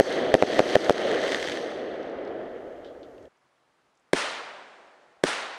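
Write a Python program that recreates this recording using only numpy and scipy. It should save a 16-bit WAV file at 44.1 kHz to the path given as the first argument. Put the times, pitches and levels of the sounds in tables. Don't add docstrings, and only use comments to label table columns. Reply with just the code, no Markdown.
import sys
import numpy as np
from scipy import signal
from scipy.fft import rfft, irfft, next_fast_len
from scipy.io import wavfile
from scipy.ndimage import uniform_filter1d

SR = 44100
rng = np.random.default_rng(int(sys.argv[2]) if len(sys.argv) > 2 else 0)


def waveform_to_disk(signal):
    frames = np.transpose(np.atleast_2d(signal))
    scaled = np.clip(frames, -1, 1) * 32767
    samples = np.round(scaled).astype(np.int16)
    wavfile.write(sys.argv[1], SR, samples)


def attenuation_scalar(level_db):
    decades = np.asarray(level_db, float) / 20
    return 10 ** decades


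N = 246059
CHANGE_S = 3.287

# [t/s, level/dB, wave length/ms, ground delay/ms, ground level/dB]
SHELL_BURSTS = [
    (-.0009, 10, 0.86, 9, -5.5),
    (.3410, 8, 0.74, 9.3, -4.5),
    (0.4244, 0.5, 0.59, 9.6, -11),
    (0.5931, 3.5, 0.59, 9.4, -6.5),
    (0.755, 8, 0.81, 9.7, -8),
    (0.8961, 5.5, 0.34, 9.9, -7),
]
# [t/s, peak level/dB]
LOUD_STARS = [(.5353, -19.5), (.5451, -19.7), (.5898, -14), (.6913, -20), (.6989, -19), (.7068, -18.7),
              (.7417, -23), (.7523, -13), (1.0944, -26), (1.1153, -16.5), (1.1804, -32), (1.1892, -23.5),
              (1.233, -21), (1.2385, -17.5), (1.2798, -18.5), (1.2929, -20.5), (1.3036, -23),
              (1.3174, -21.5), (1.3209, -11), (1.3273, -22), (1.3316, -18), (1.3465, -9), (1.3995, -20.5),
              (1.4275, -14), (1.4746, -16.5), (1.4861, -15.5), (1.4976, -16), (1.5181, -22),
              (1.5229, -17.9), (1.5732, -18.5)]
# [t/s, peak level/dB, centre f/Hz, tail t60/s]
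DEBRIS_TICKS = [(2.030, -48, 4200, .02), (2.097, -54, 5000, .02), (2.250, -48, 3970, 0.027),
                (2.275, -49, 4200, .03), (2.846, -44, 3370, 0.32), (3.031, -44, 3440, .12),
                (3.048, -57, 3300, 0.053), (3.18, -54, 2830, 0.036), (3.226, -61, 6000, 0.0403),
                (3.255, -53.5, 3260, 0.046), (3.372, -67.5, 5510, .04), (3.953, -64.5, 6700, 0.032),
                (3.974, -61, 6500, 0.035), (3.997, -65.5, 7470, .03)]
# [t/s, blast level/dB, tree line level/dB]
LIFT_CHARGES = [
    (4.1334, -2.5, -25.5),
    (5.2382, -3.5, -26.5),
]
# [delay/ms, level/dB]
NEAR_ECHOES = [
    (4.9, -13.5),
    (9.6, -16.5),
    (12.5, -21),
    (16.5, -23),
]

# [f/Hz, width/Hz, level/dB]
CAPSULE_MODES = [(582, 308, 8.5), (1860, 370, -10.5), (3200, 770, -18.5), (6000, 780, -35.5)]
# [f/Hz, width/Hz, level/dB]
TUBE_MODES = [(352, 198, 9.5), (1490, 550, -4.5), (3550, 660, -7), (5100, 1000, -16), (8650, 1600, -16)]
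# [f/Hz, width/Hz, level/dB]
GROUND_MODES = [(523, 480, 5.5), (1880, 700, -16.5)]

# [t/s, level/dB]
ECHO_LEVEL = [(0, -28.5), (.12, -22.5), (.33, -26.5), (.44, -24.5), (1.12, -23.5), (1.42, -32.5),
              (1.85, -33.5), (2.09, -35), (2.35, -34), (2.82, -42.5), (3.07, -45.5), (3.25, -47)]
# [t/s, level/dB]
BURN_LEVEL = [(0, -37), (.15, -41.5), (.33, -50.5), (.37, -41), (.55, -38.5), (.77, -37.5), (.95, -41),
              (1.18, -44), (1.31, -38), (1.52, -42), (1.85, -58), (2.09, -60.5), (2.35, -68), (3.25, -83)]

# [f/Hz, level/dB]
ROAR_COLOUR = [(59, -51), (100, -25.5), (167, -18), (305, -3.5), (495, 0), (633, -2), (768, -9.5),
               (963, -21.5), (1300, -24), (1690, -49), (2860, -120)]
# [f/Hz, level/dB]
SIZZLE_COLOUR = [(560, -31), (950, -9.5), (1500, -4), (1930, -1), (2390, -11.5), (2770, -10), (3180, -5),
                 (3710, -10.5), (4290, -12), (5000, -29), (6500, -50.5), (11000, -120)]
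# [f/Hz, level/dB]
FAR_SIZZLE_COLOUR = [(560, -35), (950, -11.5), (1280, -1), (1920, -1.5), (2450, -12), (2860, -12),
                     (3100, -10), (4750, -26.5), (5500, -33), (7150, -60), (12100, -120)]
# [f/Hz, level/dB]
SPARKLE_COLOUR = [(2650, -27), (4500, 2.5), (5320, -3.5), (6320, -1.5), (7120, -15), (7990, -11),
                  (9060, -17), (10200, -19), (14300, -36), (15700, -53.5)]
# [f/Hz, level/dB]
TREE_COLOUR = [(35, -70), (60, -35), (171, -17.5), (477, -6), (548, -5.5), (833, -5.5), (1420, -3.5),
               (2610, -7.5), (3450, -9), (7790, -18.5), (9170, -17.5), (10500, -26.5), (12100, -69),
               (13600, -40), (15700, -45.5)]
# [f/Hz, t60/s]
LEAF_DECAY = [(150, 0.5), (500, 0.99), (1500, 1.22), (4000, 0.98), (9000, 0.59), (15000, 0.61)]
# [f/Hz, level/dB]
HILL_COLOUR = [(59, -57), (100, -30), (128, -24), (242, -9.5), (426, -3.5), (633, 1), (1850, -8),
               (2190, -11), (9000, -33), (11700, -62), (19800, -120)]
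# [f/Hz, level/dB]
WIND_COLOUR = [(12, -30.5), (20, -5.5), (65, 4.5), (102, 1), (160, -3), (210, -33.5), (350, -120)]
# [f/Hz, level/dB]
SELF_NOISE_COLOUR = [(2350, -29), (4000, -4.5), (4380, -4), (4870, -5.5), (6330, -5), (9290, -13),
                     (10700, -14.5), (14300, -21)]
# [f/Hz, level/dB]
NIGHT_COLOUR = [(26, -38), (45, -14), (103, -19), (129, -5.5), (174, -10.5), (380, -6.5), (512, -7.0),
                (548, -6.0), (587, -5), (1090, -6), (8590, -28.5), (10800, -32.0), (14000, -69.5),
                (22000, -120)][:-2] + [(12000, -52), (14000, -37), (15700, -45)]

NIGHT_DB, SELF_NOISE_DB = -69, -75
STAR_BODY_DB = -8
SWARM_START_S, SWARM_END_S, SWARM_DB, SWARM_SPREAD_DB = .46, 1.56, -25, 0.8
SIZZLE_DB, SIZZLE_ECHO, SIZZLE_BURN = -0.26, 0.68, 0.38
TOP_DUCK = .6
WIND_DB, PUSH_DB, PUSH_END_S = -62.5, 7.5, 0.96
LULL_S, LULL_LENGTH_S, LULL_DB = 1.6, .1, -15
LEAD_S, LEAD_DB = .003, -18
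FLASH_DB, FLASH_T60_S = 7, 0.0083
BRUSH_DB, BRUSH_RISE_DB_S = -11.5, 251.5
TREES_S, TREES_DB = .0275, 1.5


def unit(x):
    return x / np.sqrt(np.mean(x ** 2) + 1e-20)


def along(points, hz):
    f, value = np.transpose(points)
    return np.interp(np.log(hz + 1), np.log(f + 1), value)


def filtered(x, response):
    m = next_fast_len(len(x) + SR // 4)
    spectrum = rfft(x, m) * response(np.fft.rfftfreq(m, 1 / SR))
    return irfft(spectrum, m)[:len(x)]


def modes(table, hz, weight=0):
    return sum(attenuation_scalar(db) * (1j * hz + weight * c) * w / (c * c - hz * hz + 1j * hz * w) for c, w, db in table)


def blast(events, body, ms, weight, rear=0, floor_hz=60):
    def wave(hz):
        jump = -modes(body, hz, weight) / (1 + 2j * np.pi * hz * ms / 1000) ** 2
        return jump * hz / (hz - 1j * floor_hz)

    lead = SR // 100
    clicks = np.zeros(N + lead)
    for s, db, length in events:
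        clicks[round(s * SR) + lead] += attenuation_scalar(db)
        clicks[round((s + length / 1000) * SR) + lead] -= rear * attenuation_scalar(db)
    peak = np.abs(filtered(np.eye(1, lead)[0], wave)).max()
    return filtered(clicks, wave)[lead:] / peak


def sparks(spread_db, size=N):
    return attenuation_scalar(spread_db * rng.exponential(size=size))


def rush(colour, patchy_db, size=N, pops=1):
    z = signal.stft(rng.standard_normal(size) * pops, nperseg=256)[2]
    patches = uniform_filter1d(rng.standard_normal(z.shape), 6, 0)
    patches = unit(uniform_filter1d(patches, 5, 1))
    x = signal.istft(z * attenuation_scalar(patchy_db * patches), nperseg=256)[1][:size]
    return unit(filtered(x, lambda hz: attenuation_scalar(along(colour, hz))))


def shell_bursts():
    direct = blast([row[:3] for row in SHELL_BURSTS], CAPSULE_MODES, ms=0.036, weight=1.9, rear=0.61)
    bounces = [(s + ms / 1000, db, .95) for s, _, _, ms, db in SHELL_BURSTS]
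    ground = blast(bounces, GROUND_MODES, ms=0.16, weight=1.0, rear=0.93)
    t = np.arange(N) / SR
    puff = sum(attenuation_scalar(db - 34.5 - 60 * np.maximum(t - s, 0) / .08) * (t > s) for s, db, _ in bounces)
    grit = rush(SPARKLE_COLOUR, patchy_db=3.0)
    grit = unit(filtered(grit, lambda hz: (1 + (hz / 6000) ** 2) * (hz < 14500)))
    scatter = grit + attenuation_scalar(1.0) * rush(SIZZLE_COLOUR, patchy_db=-2.0)
    scatter += attenuation_scalar(16.0) * rush(ROAR_COLOUR, patchy_db=2.0)
    return direct + ground + puff * scatter


def gain_control():
    t, db = np.arange(N) / SR, 0
    for s, blast_db, *_ in SHELL_BURSTS:
        since = np.maximum(t - s, 0)
        db = db - (6.0 + blast_db) * (1 - np.exp(-since / 0.0014)) * np.exp(-since / 0.084)
    return attenuation_scalar(db)


def star_pops(rows):
    pops = [(s, db, .2) for s, db in rows]
    for s, db in rows:
        for after, weaker in rng.uniform(size=(3, 2)):
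            pops.append((s + 0.0019 * after, db - 8.0 - 9 * weaker, .2))
    snap = blast(pops, CAPSULE_MODES[1:], ms=0.014, weight=0.27, rear=0.25)
    snap = filtered(snap, lambda hz: 1 / (1 + (hz / 12000) ** 6))
    body = [(s, db + STAR_BODY_DB, 0) for s, db in rows]
    return snap + blast(body, CAPSULE_MODES[:1], ms=0.034, weight=0.39)


def star_swarm(count):
    place, size = rng.uniform(size=(count, 2)).T
    s = SWARM_START_S + (np.arange(count) + place) / count * (SWARM_END_S - SWARM_START_S)
    return list(zip(s, SWARM_DB + SWARM_SPREAD_DB * 2 * (2 * size - 1)))


def star_shower(duck):
    t = np.arange(N) / SR
    echo_db = np.interp(t, *np.transpose(ECHO_LEVEL))
    burn_db = np.interp(t, *np.transpose(BURN_LEVEL))
    sizzle_db = SIZZLE_DB + SIZZLE_ECHO * echo_db + SIZZLE_BURN * burn_db
    burnt = np.interp(t, [1.55, 2.2], [0, np.pi / 2])
    near, far = np.cos(burnt), np.sin(burnt)
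    pops = sparks(spread_db=2.5)

    sizzle = near * rush(SIZZLE_COLOUR, patchy_db=1.64, pops=pops)
    sizzle += far * rush(FAR_SIZZLE_COLOUR, patchy_db=1.1)

    bright = lambda hz: (1 + (hz / 8500) ** 2) / (1 + (hz / 14700) ** 40)
    dull = lambda hz: 1 / (1 + (hz / 9000) ** 3)
    sparkle = near * filtered(rush(SPARKLE_COLOUR, patchy_db=1.2, pops=pops), bright)
    sparkle += far * filtered(rush(SPARKLE_COLOUR, patchy_db=0.0), dull)
    return duck * attenuation_scalar(sizzle_db) * sizzle + duck ** TOP_DUCK * attenuation_scalar(burn_db - 5) * sparkle


def rolling_echo():
    echo_db = np.interp(np.arange(N) / SR, *np.transpose(ECHO_LEVEL))
    return attenuation_scalar(echo_db) * rush(ROAR_COLOUR, patchy_db=0.0)


def lift_thumps():
    thumps = [(s + ms / 1000, db + change, .78)
              for s, db, _ in LIFT_CHARGES for ms, change in [(0, 3), (1.85, -9)]]
    out = blast(thumps, TUBE_MODES, ms=0.027, weight=0.32, rear=0.48, floor_hz=40.5)
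    out = np.clip(out, -.57, .55)
    out = filtered(out, lambda hz: 1 / (1 + (hz / 12500) ** 10))
    echoes = [(s + ms / 1000, db + change, 0) for s, db, _ in LIFT_CHARGES for ms, change in NEAR_ECHOES]
    return out + blast(echoes, TUBE_MODES[:1], ms=0.2, weight=0.83)


def leaf_hiss(size):
    noise = rush(TREE_COLOUR, 1.16, size, sparks(spread_db=2.0, size=size))
    hz, u, z = signal.stft(noise, SR, nperseg=256)
    decay = attenuation_scalar(-60 * u / along(LEAF_DECAY, hz)[:, None])
    return signal.istft(z * decay, SR, nperseg=256)[1][:size]


def tree_line():
    size = 3 * SR // 2
    t, tails = np.arange(size) / SR - LEAD_S, np.zeros(N + size)
    flash = attenuation_scalar(FLASH_DB - 60 * t / FLASH_T60_S)
    brush = attenuation_scalar(BRUSH_DB + BRUSH_RISE_DB_S * np.minimum(t, TREES_S))
    arrived = np.clip((t - TREES_S) / 0.0032, 0, 1)
    swell = (1 - arrived) * (flash + brush) + arrived * attenuation_scalar(TREES_DB)
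    swell = np.where(t < 0, attenuation_scalar(LEAD_DB), swell)
    hill_swell = attenuation_scalar(-11.5 - 60 * t / 2.49) * np.clip(t / 0.098, 0, 1)
    for s, _, trees_db in LIFT_CHARGES:
        hills = hill_swell * rush(HILL_COLOUR, patchy_db=0.0, size=size)
        answer = swell * leaf_hiss(size) + hills
        tails[round((s - LEAD_S) * SR):][:size] += attenuation_scalar(trees_db) * answer
    return tails[:N]


def debris_ticks():
    out, t = np.zeros(N + SR), np.arange(SR // 4) / SR
    for s, db, centre_hz, t60 in DEBRIS_TICKS:
        band = [(centre_hz, 0.43 * centre_hz, 0)]
        decay = attenuation_scalar(-60 * t / 0.013) + 0.41 * attenuation_scalar(-60 * t / max(t60, .005))
        tick = rng.standard_normal(len(t)) * decay
        tick = filtered(tick, lambda hz: modes(band, hz) ** 2 / (1 + (hz / 9500) ** 12))
        out[round(s * SR):][:len(t)] += attenuation_scalar(db + 0.5) * tick / np.abs(tick).max()
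    return out[:N]


def wind():
    t = np.arange(N) / SR
    push_db = PUSH_DB / (1 + (t / PUSH_END_S) ** 20)
    lull_db = LULL_DB * np.exp(-((t - LULL_S) / LULL_LENGTH_S) ** 2)
    return attenuation_scalar(WIND_DB + push_db + lull_db) * rush(WIND_COLOUR, patchy_db=-1.0)


def self_noise():
    hiss = filtered(rush(SELF_NOISE_COLOUR, patchy_db=-0.5), lambda hz: hz < 14900)
    opening_db = np.interp(np.arange(N) / SR, [1.7, 2.2, 2.6], [-6, -4, 0])
    return attenuation_scalar(SELF_NOISE_DB + opening_db) * hiss


def night_field():
    return attenuation_scalar(NIGHT_DB) * rush(NIGHT_COLOUR, patchy_db=0.8) * (np.arange(N) / SR >= CHANGE_S)


def overloaded(x):
    x = x / (1 + np.abs(x / .57) ** 12) ** (1 / 12)
    padded = np.pad(x, (99, 0), "edge")
    return filtered(padded, lambda hz: 1 / (1 + 1j * hz / 9000) ** 2)[99:]


def scene():
    t = np.arange(N) / SR
    duck = gain_control()
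    shells = shell_bursts() + star_pops(LOUD_STARS) + duck * star_pops(star_swarm(count=110))
    shells += star_shower(duck) + duck * (rolling_echo() + wind())
    first = overloaded(shells) + self_noise()
    first *= attenuation_scalar(-6 * np.clip((t - CHANGE_S) / 0.037 + 1, 0, 1))
    first *= np.clip((CHANGE_S - t) * SR / 60, 0, 1)
    second = lift_thumps() + tree_line() + night_field()
    return (first + second + debris_ticks())[None]


def band_limit(x):
    return signal.sosfilt(signal.butter(12, 15820, fs=SR, output="sos"), x)


def record(dry):
    return band_limit(dry)


dry = scene()
out = record(dry)
waveform_to_disk(out)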